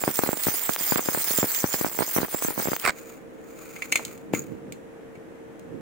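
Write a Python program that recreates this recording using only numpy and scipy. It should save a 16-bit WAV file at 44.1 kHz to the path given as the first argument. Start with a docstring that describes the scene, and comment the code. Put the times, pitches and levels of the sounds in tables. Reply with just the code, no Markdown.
"""A close sizzle, dotted with dull pops: a stick-welding arc lays a bead at the foot of a steel post.
Tiny discharges crackle over a rush of gas, and bursting drops of metal send out pressure pulses.
The arc flares as the rod is pulled away, and dies with a faint fizz. Then the rod scrapes over grit;
its holder clacks as impacts excite its modes, and is put down. A machine hums in the background."""
import sys
import numpy as np
from scipy import signal
from scipy.fft import rfft, irfft, next_fast_len
from scipy.io import wavfile
from scipy.ndimage import uniform_filter1d

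SR = 44100
rng = np.random.default_rng(int(sys.argv[2]) if len(sys.argv) > 2 else 0)


def store_pcm(level_fs):
    """Save levels as 16-bit WAV."""
    pcm = np.round(np.clip(level_fs, -1, 1) * 32767).astype(np.int16)
    wavfile.write(sys.argv[1], SR, np.atleast_2d(pcm).T)


N = 256203
TIME = np.arange(N) / SR
ARC_OUT_S = 2.905

# Levels in tables are relative; pan is the level of the left side over the right.
# largest bursting drops: (time [s], level [dB], pitch [Hz], pan [dB], likeness of the sides [ratio])
DROPS = [(0.0379, -0.5, 522.6, -2.5, -0.84), (0.0778, 0.5, 365, 0, 1), (0.0892, -8, 448, -2, 0.65),
         (0.1046, -12, 447, -6, 0.18), (0.191, 0.5, 465, 3, -0.71), (0.236, -0.5, 390, 5, -1.2),
         (0.2634, -9, 610, -8, -0.84), (0.276, -8.5, 483, -4, 0), (0.29, -2, 350, -7, -0.01),
         (0.331, -2.5, 404, -8.5, -1.6), (0.3713, -10.5, 423, -23, -0.45), (0.469, -1.5, 325, 20, 0.5),
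         (0.4845, -2.5, 320, 8, 0.5), (0.6929, 1.5, 440, -5, -0.61), (0.809, -15, 480, 6, 0.6),
         (0.9218, 0.5, 355, 10, -1.14), (0.9587, 1.5, 510, -1.5, 0.18), (0.9833, -4, 494, 4, -0.86),
         (0.993, -2, 527, -3, -0.96), (1.087, 0.5, 416, 5.5, -0.64), (1.1477, -3, 427, 3.5, -0.98),
         (1.1747, -7, 430, -4, 0.48), (1.3078, -7.5, 550, -5, 0.83), (1.3384, -13, 520, -2, 0.5),
         (1.386, -1.5, 385, -9.5, 0.5), (1.4296, 0, 370, -0.5, 0.96), (1.4423, -4.5, 372, 2, 0.97),
         (1.6417, 1.5, 307, 2, 1), (1.7418, -2, 490, -10, -0.19), (1.812, -2.5, 350, 11, -0.39),
         (1.8463, -0.5, 383, 0.5, -0.93), (1.864, -4.5, 395, -28, -0.17), (1.9894, 0, 450, -12, -0.43),
         (2.0066, -1, 530, -24, 0.16), (2.0213, -2.5, 530, -26, 1), (2.027, -3.5, 600, -26, -0.13),
         (2.1636, 0, 420, -6, -0.17), (2.178, -1.5, 730, -10, -0.18), (2.1848, 1, 340.5, 3, 0.85),
         (2.2035, -9.5, 386, 10, 0.99), (2.217, -10, 450, -2, 0.58), (2.231, -1.5, 365, -24, -0.084),
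         (2.2405, -13, 500, -4, -0.0036), (2.2468, -5, 520, -2, -1.2), (2.345, -3, 362, -27, -0.11),
         (2.4229, -6, 530, -7, -1.1), (2.4477, -4.5, 340, -15, -0.19), (2.4845, -3, 358, -0.5, -1),
         (2.5063, -9, 440, 6.5, -1), (2.5778, -5.5, 340, -21, -0.068), (2.593, -9.5, 460, 10, 1),
         (2.5994, -4, 566, -6.5, -0.39), (2.6252, -12.5, 450, -12, -0.16), (2.6559, -6, 563, -19, 1),
         (2.6726, -4, 405, -14, -0.2), (2.685, -4.5, 346, 9, 0.86), (2.718, -5.5, 360, 8, 0.65),
         (2.7327, -2.5, 487, -13, -0.44)]
# drops that bridge the gap: (time of the restrike [s], time choked before it [s], snap level [dB])
SHORT_CIRCUITS = [(0.7622, 0.006, -15), (2.7650, .001, -16)]
# spectrum of rushing gas: (frequency [Hz], spectral density [dB])
GAS_SPECTRUM = [(50, -4), (130, -10), (300, -11), (700, 2.5), (2200, 6), (2900, -4.5), (4000, -2.5),
                (11000, -16)]


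def arc(hiss_db=-0.3, rush_db=-9.0, rush_follows=0.88, pan_db=-7, travel_db_per_s=2):
    """Source and filter: discharges in boiling metal sizzle in bright bands over a rush of gas."""
    # vigour of the arc: (time [s], level [dB])
    vigour = [(0.0, -36), (0.19, -31), (0.36, -36), (0.44, -28.5), (0.79, -32), (0.89, -25.5),
              (0.95, -32.5), (1.07, -33), (1.32, -26), (1.47, -31), (1.55, -27), (1.68, -34.5), (1.75, -30),
              (1.91, -37), (2.01, -34.5), (2.08, -33), (2.16, -31.5), (2.28, -42.5), (2.34, -33),
              (2.4, -37.5), (2.44, -30), (2.55, -41.5), (2.6, -33.5), (2.81, -38), (2.88, -40)]
    # bright peaks of the sizzle: (frequency [Hz], width [Hz], level [dB], pan [dB])
    sizzle_peaks = [(3410, 920, -6.5, 30.5), (4250, 840, -7.5, 19), (4960, 510, -7, -3),
                    (6220, 430, -1.5, 19), (6990, 140, 0, -17.5), (7505, 390, 2, 3), (8650, 270, 2, 3.5),
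                    (9380, 640, -2.5, 2.5), (11920, 940, -1.5, 12.5), (12320, 280, -2.5, -24),
                    (13220, 420, 2, 6)]
    # peaks of the top hiss: (frequency [Hz], width [Hz], level [dB], pan [dB])
    hiss_peaks = [(14860, 360, -3, 1), (14800, 350, -5, -16), (15500, 340, 2.5, -1)]
    vigour_db, = in_time(vigour)
    mean_db = np.mean([db for s, db in vigour])
    flow_db = mean_db + rush_follows * (vigour_db - mean_db)
    flicker = boiling()
    sparks = rms_one(crackle(per_s=1400, smooth=.8, alike=.62))
    sparks = echoed(sparks, wet_db=-4, t60=.12)   # the corner between post and plate rings briefly
    sizzle = wavering_peaks(sparks, sizzle_peaks, waver_db=4.0, glide=0.021)
    hiss = from_db(hiss_db) * wavering_peaks(sparks, hiss_peaks, waver_db=0.5, glide=0.004)
    frying = crackle(per_s=900, smooth=1.4, alike=0.3)
    rush = from_db(flow_db + rush_db) * flicker * coloured(frying, GAS_SPECTRUM)
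    sound = from_db(vigour_db) * (flicker * (sizzle + hiss) + spatter()) + rush
    return burning() * sound * panned(pan_db + travel_db_per_s * TIME)   # travel along the seam


def boiling(depth=0.22, build_s=0.025):
    """Amplitude modulation: a gain that flickers at random and boils up before each drop bursts."""
    bursts = np.zeros(N)
    bursts[[round(s * SR) for s, *_ in DROPS]] = 1
    build_up = decaying(bursts[::-1], build_s)[::-1]
    return rms_one((1 + depth * build_up) * from_db(1.2 * drift(150) + drift(35)))


def burning(choked_gain=.15, lull_s=0.027, lull_db=-7.5):
    """Gating: the arc's gain collapses in a short circuit, stays low briefly, and ends with the arc."""
    gain = np.clip((ARC_OUT_S - TIME) / 0.013, 0, 1)
    for s, choked_s, _ in SHORT_CIRCUITS:
        gain[(TIME > s - choked_s) & (TIME < s)] *= choked_gain
        gain[(TIME > s) & (TIME < s + lull_s)] *= from_db(lull_db)
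    return gain


def wavering_peaks(x, peaks, waver_db, glide):
    """Random modulation: the sizzle's bright peaks waver in pitch and strength; rms 1."""
    out = 0
    for hz, width, db, pan_db in peaks:
        band = resonance(x, hz * (1 + glide * drift(10.7)), width)
        out = out + band * panned(pan_db) * from_db(db + waver_db * drift(15.3))
    # the peaks trade strength while their total power stays the same
    power = uniform_filter1d(np.mean(out ** 2, axis=0), size=SR // 16)
    return rms_one(out / np.sqrt(power + 1e-12))


def spatter(grit_per_s=75, grit_db=-2):
    """Shot noise: a few bright spits and many lesser ones, each dying within milliseconds."""
    # bright spits: (time [s], level against the sizzle [dB])
    spit_events = [(0.168, 7), (0.1902, 9), (0.2367, 8), (0.3728, 10), (0.4364, 10), (0.6965, 9),
                   (0.735, 9), (1.308, 7), (1.3864, 8), (1.5476, 10), (1.7296, 9), (2.4235, 9), (2.798, 12)]
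    spits = sum(from_db(db) * swell(s, rise_s=.0004, fall_s=.0026) for s, db in spit_events)
    impulses = (rng.random(N) < grit_per_s / SR) * np.minimum(rng.exponential(1, N), 2)
    grit = from_db(grit_db) * decaying(impulses, fall_s=0.0011)
    return (spits + grit) * bass_cut(noise(0.093), hz=1800)


def pops(front_ratio=3.47, snap_db=-10, snap_spread_db=4, crack_db=-16, rebound=0.19):
    """Pulse radiation: drops burst with a sharp front and a swell of gas, then the pool rebounds."""
    out = np.zeros((2, N))
    for s, db, hz, pan_db, alike in DROPS:
        sign, lag, delay, recoil, sharpness = rng.uniform(-1, 1, 5)
        sides = panned(pan_db) * np.sign(sign)
        body = out_of_step(puff(db, hz), hz, alike) * sides
        # heavy, low drops thump roundly; light ones snap
        front_db = db + snap_db + snap_spread_db * (sharpness + 2 * np.log2(hz / 450))
        front_hz = front_ratio * hz
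        front = out_of_step(puff(front_db, front_hz, stretch=0.77), front_hz, (1 + alike) / 2) * sides
        for side, channel in zip((1, -1), np.eye(2)[:, :, None]):
            add(out, s + side * lag * 0.00019, (body + front) * channel)
            add(out, s + 0.00156 * (2 + side * delay), rebound * recoil * body * channel)
        add(out, s, crack(front_db + crack_db) * panned(pan_db))
    # a drop is too large to radiate the treble
    return treble_cut(bass_cut(out, hz=116), hz=2900, order=4)


def puff(level_db, hz, stretch=1):
    """A bipolar pressure pulse: swelling gas gives one fast push and a slower pull."""
    phase = 2 * np.pi * hz * TIME[:SR // 25] / stretch
    return from_db(level_db) * phase * (2 - phase) * np.exp(-phase)


def crack(level_db, t60=0.032):
    """A broadband transient: the sharp edge of a burst, as fast-decaying noise."""
    t = TIME[:SR // 20]
    edge = coloured(noise(0.2, size=len(t)), [(200, 7.5), (900, 2.0), (2200, 2.5), (9000, -39.0)])
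    return edge * from_db(level_db - 60 * t / t60)


def churn(level_db=-31.0, fall_at_400_hz_s=0.0099, spray_db=-7):
    """Damped motion: the pool gurgles and sprays at each pop, for longer after heavy, low drops."""
    # spectrum of the churning pool: (frequency [Hz], spectral density [dB])
    pool_spectrum = [(80, -13), (280, 2.5), (650, -5), (1500, -4), (3000, -35)]
    stirring = sum(from_db(db + level_db) * swell(s, .0007, fall_at_400_hz_s * 400 / hz) * panned(pan_db)
                   for s, db, hz, pan_db, _ in DROPS)
    spray = coloured(crackle(per_s=900, smooth=1, alike=.3), GAS_SPECTRUM)
    gurgle = coloured(noise(1.0), pool_spectrum)
    return stirring * (gurgle + from_db(spray_db) * spray)


def restrikes(t60=0.012, crack_db=10, crack_hz=1400):
    """Electrical breakdown: the choked arc strikes again with one sharp pulse and a bright spray."""
    out, t = np.zeros((2, N)), TIME[:SR // 25]
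    for s, _, db in SHORT_CIRCUITS:
        spray = coloured(noise(0.056, size=len(t)), [(1800, -15.5), (6000, -17), (15000, 15.5)])
        add(out, s, spray * from_db(db - 60 * t / t60) + puff(db + crack_db, crack_hz))
    return bass_cut(out, hz=400)


def bubbling(count=190, level_db=-25, size_db=7):
    """Pitch falls with size: small slag bubbles burst at random, the larger ones lower and louder."""
    out = np.zeros((2, N))
    for when, size, sign, where in rng.uniform(-1, 1, (count, 4)):
        pulse = np.sign(sign) * puff(level_db + size_db * size, 600 * 2 ** -size, stretch=0.55)
        add(out, (when + 1) / 2 * ARC_OUT_S, pulse * panned(10 * where))
    return bass_cut(out, hz=75)


def flare(start_s=2.848, level_db=-24.5, sputter_db=2):
    """Noise-driven resonance: the stretched arc rasps, wavers and sputters just before it breaks."""
    # resonances of the stretched arc: (frequency [Hz], width [Hz], level [dB])
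    flare_peaks = [(450, 780, 6), (1140, 230, 13.5), (1540, 380, 10.5), (2100, 390, 11.5), (4140, 1600, -3),
                   (7740, 1600, -2.5)]
    sparks = crackle(per_s=1200, smooth=.6, alike=.5) * from_db(sputter_db * drift(260))
    waver = 1 + .06 * drift(20)
    roar = rms_one(sum(from_db(db) * resonance(sparks, hz * waver, width)
                       for hz, width, db in flare_peaks))
    envelope = swell(start_s, rise_s=.013, fall_s=.002, hold_s=ARC_OUT_S - start_s)
    return from_db(level_db) * envelope * roar * panned(-5.0)


def holder(ring_db=-10, crack_db=-1, crack_t60=0.02, tail_db=-25, tail_t60=0.32, rise_s=0.00096):
    """Modal ringing: each clack is a short chatter of steel on steel that excites the holder's modes."""
    # impacts: (time [s], level [dB], gain below 3 kHz [dB])
    clacks = [(3.762, -31, 3), (3.821, -21, 4.5), (3.919, -25, -23), (3.9229, -8.5, -2), (3.956, -9, 0),
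              (3.973, -24, -4), (4.05, -21.5, -23), (4.079, -35, -5), (4.176, -40.5, -9), (4.3357, -28, 4),
              (4.3484, -24.5, 2.5), (4.7221, -29, -8.5), (5.153, -45.5, 6), (5.5936, -44.5, -13)]
    # modes of holder and rod: (frequency [Hz], level [dB], t60 [s])
    modes = [(1070, -18, 0.066), (1840, -17, 0.082), (2100, -0.5, 0.065), (2266, 3, 0.045),
             (2415, -6, 0.072), (2670, -6.5, 0.058), (3060, -14, 0.095), (3530, -13, 0.07),
             (4176, -13.5, 0.12), (4860, -10, 0.041), (6630, -10, 0.091), (6680, -9, 0.053),
             (9100, -18, 0.1)]
    # spectrum of the chatter: (frequency [Hz], spectral density [dB])
    chatter_spectrum = [(120, -35), (290, -2), (700, -10.5), (1100, -14), (1600, -11.5), (2270, 5),
                        (3300, -13), (5500, -17.5), (6800, -5.5), (8800, -11.5), (10300, -20),
                        (15000, -15.5)]
    out, t = np.zeros((2, N)), TIME[:SR // 4]
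    hz, mode_db, t60 = np.transpose(modes)[:, :, None]
    for s, db, low_db in clacks:
        strength = from_db(mode_db + low_db * (hz < 3000) + rng.normal(0, 0.93, (2, len(modes), 1)))
        cycles = hz * t + rng.random((len(modes), 1)) + 0.18 * rng.standard_normal(strength.shape)
        partials = strength * np.sin(2 * np.pi * cycles) * from_db(-60 * t / t60)
        ringing = from_db(ring_db) * np.sum(partials, axis=1)
        spectrum = [(f, level + low_db * (f < 3000)) for f, level in chatter_spectrum]
        chatter = coloured(noise(0.073, size=len(t)), spectrum)
        decay = from_db(crack_db - 60 * t / crack_t60) + from_db(tail_db - 60 * t / tail_t60)
        add(out, s, from_db(db) * (ringing + chatter * decay) * np.minimum(t / rise_s, 1))
    return out


def fizz_and_scrape(fall_s=0.059, slip_s=0.0049):
    """Granular noise: a faint fizz as the arc dies, then the rod scrapes grit with stick-slip squeaks."""
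    # the fizz, then two scrapes: (time [s], rise [s], hold [s], level [dB])
    spells = [(2.91, .01, 0.19, -49), (3.615, 0.11, 0.49, -46), (4.337, 0.0033, 0.018, -38)]
    # bright peaks of the fizzing and scraping sound: (frequency [Hz], width [Hz], level [dB])
    scrape_peaks = [(1330, 350, 3), (2340, 510, 1.5), (4350, 1800, -10.5), (6880, 700, 1), (8800, 1500, -7),
                    (12400, 3000, -10.5), (15000, 1200, -2)]
    # slips of the rod: (time [s], level [dB])
    slips = [(4.353, -28), (4.374, -37), (4.394, -29), (4.421, -38)]
    # bright peaks of the squeak: (frequency [Hz], width [Hz], level [dB])
    squeak_peaks = [(6840, 340, -1), (14900, 830, -14)]
    grains = crackle(per_s=1800, smooth=1, alike=.4) * from_db(2 * drift(60) + 2.5 * drift(12))
    rasp = rms_one(sum(from_db(db) * resonance(grains, hz, width) for hz, width, db in scrape_peaks))
    squeak = rms_one(sum(from_db(db) * resonance(noise(0.54), hz, width)
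                         for hz, width, db in squeak_peaks))
    envelope = sum(from_db(db) * swell(s, rise, fall_s, hold) for s, rise, hold, db in spells)
    slipping = sum(from_db(db) * swell(s, slip_s, slip_s) for s, db in slips)
    return envelope * rasp + slipping * squeak


def handling(knock_db=13, thud_db=-14, thud_t60=0.13):
    """Soft contact excites mainly low frequencies: gloves and cable rumble, knocks thud hollowly."""
    # movements of gloves and cable: (time [s], level [dB], pan [dB])
    movements = [(3.95, -48.5, 6), (4.08, -42.5, -2), (4.358, -33.5, 0.5), (4.519, -38, -23),
                 (4.71, -39.5, 2), (5.749, -34.5, -12)]
    # spectrum of their rumble: (frequency [Hz], spectral density [dB])
    rumble_spectrum = [(30, -34), (80, -6), (170, 4), (280, 3.5), (500, -1.5), (1000, -56)]
    # soft knocks: (time [s], level [dB], pitch [Hz], pan [dB])
    knock_events = [(3.9946, -24, 935, -6), (4.336, -22.5, 1720, 8), (4.3367, -12.5, 357, 5.5),
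                    (4.52, -27, 187, -15), (5.175, -31, 140, 16)]
    moving = sum(from_db(db) * swell(s, rise_s=0.054, fall_s=0.072) * panned(pan_db)
                 for s, db, pan_db in movements)
    rumble = moving * coloured(noise(0), rumble_spectrum)
    knocks, t = np.zeros((2, N)), TIME[:SR // 4]
    for s, db, hz, pan_db in knock_events:
        spectrum = [(hz / 4, -20), (hz / 2, 0), (hz, 0), (3 * hz, -45), (SR / 2, -80)]
        thud = coloured(noise(.5, size=len(t)), spectrum)
        padded_pulse = treble_cut(puff(db + knock_db, hz), 2 * hz, order=2)
        add(knocks, s, padded_pulse * panned(pan_db))
        add(knocks, s, thud * from_db(db + thud_db - 60 * t / thud_t60) * panned(pan_db))
    return rumble + bass_cut(knocks, hz=163)


def background(air_db=-45, hum_gain_db=1.2, early_db=-6, wander_hz=2.79):
    """Line spectrum over noise: a machine's wavering hum and the site, both louder once the arc is out."""
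    # tones of the machine: (frequency [Hz], level [dB])
    hum_lines = [(323.0, -55.5), (457.6, -51.5), (527.6, -58)]
    # noise of the site: (frequency [Hz], spectral density [dB])
    site_spectrum = [(30, -22), (100, -14.5), (270, -4.5), (480, -10), (650, -13.5), (1100, -22),
                     (1800, -22.5), (4600, -43), (7000, -40), (16000, -48.5)]
    hum = 0
    for hz, db in hum_lines:
        phase = 2 * np.pi * np.cumsum(hz + wander_hz * drift(14.1)) / SR
        amplitude = np.sqrt(2) * from_db(db + hum_gain_db + 2 * drift(14.0))
        hum = hum + amplitude * np.sin(phase + [[0], [1]])   # the sides are one radian apart
    air = from_db(air_db) * coloured(noise(0), site_spectrum)
    return (hum + air) * from_db(early_db * np.clip(10 * (ARC_OUT_S - TIME), 0, 1))


def echoed(x, wet_db, t60):
    """Reverberation: add scattered echoes that start after 2 ms and decay exponentially."""
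    t = TIME[:SR]
    echoes = noise(0.12, size=SR) * from_db(-60 * t / t60) * (t > .002)
    echoes = echoes / np.sqrt(np.sum(echoes ** 2, axis=1, keepdims=True))
    return x + from_db(wet_db) * signal.fftconvolve(x, echoes, axes=1)[:, :N]


def out_of_step(x, hz, alike):
    """Phase difference: a close pulse reaches the sides in step (1), in quadrature (0) or opposed (-1)."""
    omega, alike = 2 * np.pi * hz, np.clip(alike, -1, 1)
    quadrature = signal.lfilter(*signal.bilinear([-1, omega], [1, omega], SR), x)
    return np.array([x, alike * x + np.sqrt(1 - alike ** 2) * quadrature])


def resonance(x, hz, width):
    """Heterodyne filter: shift down, low-pass and shift back, for a steep peak whose centre may move."""
    carrier = np.exp(2j * np.pi * np.cumsum(hz * np.ones(N)) / SR)
    pole = np.exp(-1.5 * np.pi * width / SR)
    return (signal.sosfilt([[1 - pole, 0, 0, 1, -pole, 0]] * 3, x / carrier) * carrier).real


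def crackle(per_s, smooth, alike):
    """A Poisson process: tiny random clicks over a smooth hiss."""
    grains = (rng.random(N) < per_s / SR) * (1 + rng.exponential(1, N))
    return (rms_one(grains) + smooth) * noise(alike)


def noise(alike, size=N):
    """Partial coherence: stereo white noise whose sides have the correlation `alike`."""
    mid, side = rng.standard_normal((2, size))
    alike = np.clip(alike, -1, 1)
    return np.sqrt((1 + alike) / 2) * mid + np.sqrt((1 - alike) / 2) * side * [[1], [-1]]


def drift(corner_hz):
    """Random fluctuation: low-passed noise with an rms of about 1."""
    step = 16   # samples between control points
    size = next_fast_len(N // step + 1, real=True)
    freqs = np.fft.rfftfreq(size, step / SR)
    slow = irfft(rfft(rng.standard_normal(size)) / (1 + (freqs / corner_hz) ** 2), size)
    return np.interp(TIME, np.arange(size) * step / SR, rms_one(slow))


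def coloured(x, spectrum):
    """Spectral shaping by a curve of (frequency [Hz], level [dB]); rms 1."""
    hz, db = np.transpose(spectrum)
    freqs = np.maximum(np.fft.rfftfreq(x.shape[-1], 1 / SR), 1)
    gain = from_db(np.interp(np.log(freqs), np.log(hz), db))
    return rms_one(irfft(rfft(x) * gain, x.shape[-1]))


def bass_cut(x, hz):
    """Radiation efficiency: small sources give out little deep bass."""
    return signal.sosfilt(signal.butter(2, hz, "high", fs=SR, output="sos"), x + 1e-18)


def treble_cut(x, hz, order):
    """Low-pass filtering rounds off sharp edges."""
    return signal.sosfilt(signal.butter(order, hz, fs=SR, output="sos"), x)


def swell(s, rise_s, fall_s, hold_s=0):
    """Exponential envelope: it grows to 1 at time s, holds, and dies away."""
    return np.exp(-np.clip(np.maximum((s - TIME) / rise_s, (TIME - s - hold_s) / fall_s), 0, 50))


def decaying(impulses, fall_s):
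    """Leaky integration gives each impulse an exponential tail."""
    return signal.lfilter([1], [1, -np.exp(-1 / (fall_s * SR))], impulses + 1e-18)


def panned(pan_db):
    """Level difference: left and right gains of constant power."""
    gains = from_db(np.array([[.5], [-.5]]) * pan_db)
    return gains / np.sqrt(np.mean(gains ** 2, axis=0))


def add(out, s, sound):
    """Superposition: mix a sound in at time s."""
    start = round(s * SR)
    out[:, start:start + sound.shape[-1]] += sound[..., :N - start]


def in_time(rows):
    """Linear interpolation of each column of a curve to every sample."""
    s, *columns = np.transpose(rows)
    return [np.interp(TIME, s, column) for column in columns]


def from_db(db):
    """Decibels to amplitude ratio."""
    return 10 ** (np.asarray(db) / 20)


def rms_one(x):
    """Normalisation to unit power."""
    return x / np.sqrt(np.mean(x ** 2) + 1e-20)


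def scene():
    """Superposition: weld and clacks, echoed weakly by the steelwork, over the quieter sounds."""
    weld = arc() + pops() + churn() + restrikes() + bubbling() + flare()
    weld_and_clacks = echoed(weld + holder(), wet_db=-20.5, t60=0.15)
    return weld_and_clacks + fizz_and_scrape() + handling() + background()


def record(dry):
    """Band limiting: a steep low-pass removes the highest treble."""
    cutoff_hz = 15900
    return signal.sosfilt(signal.ellip(12, .2, 80, cutoff_hz, fs=SR, output="sos"), dry)


dry = scene()
out = record(dry)
store_pcm(out)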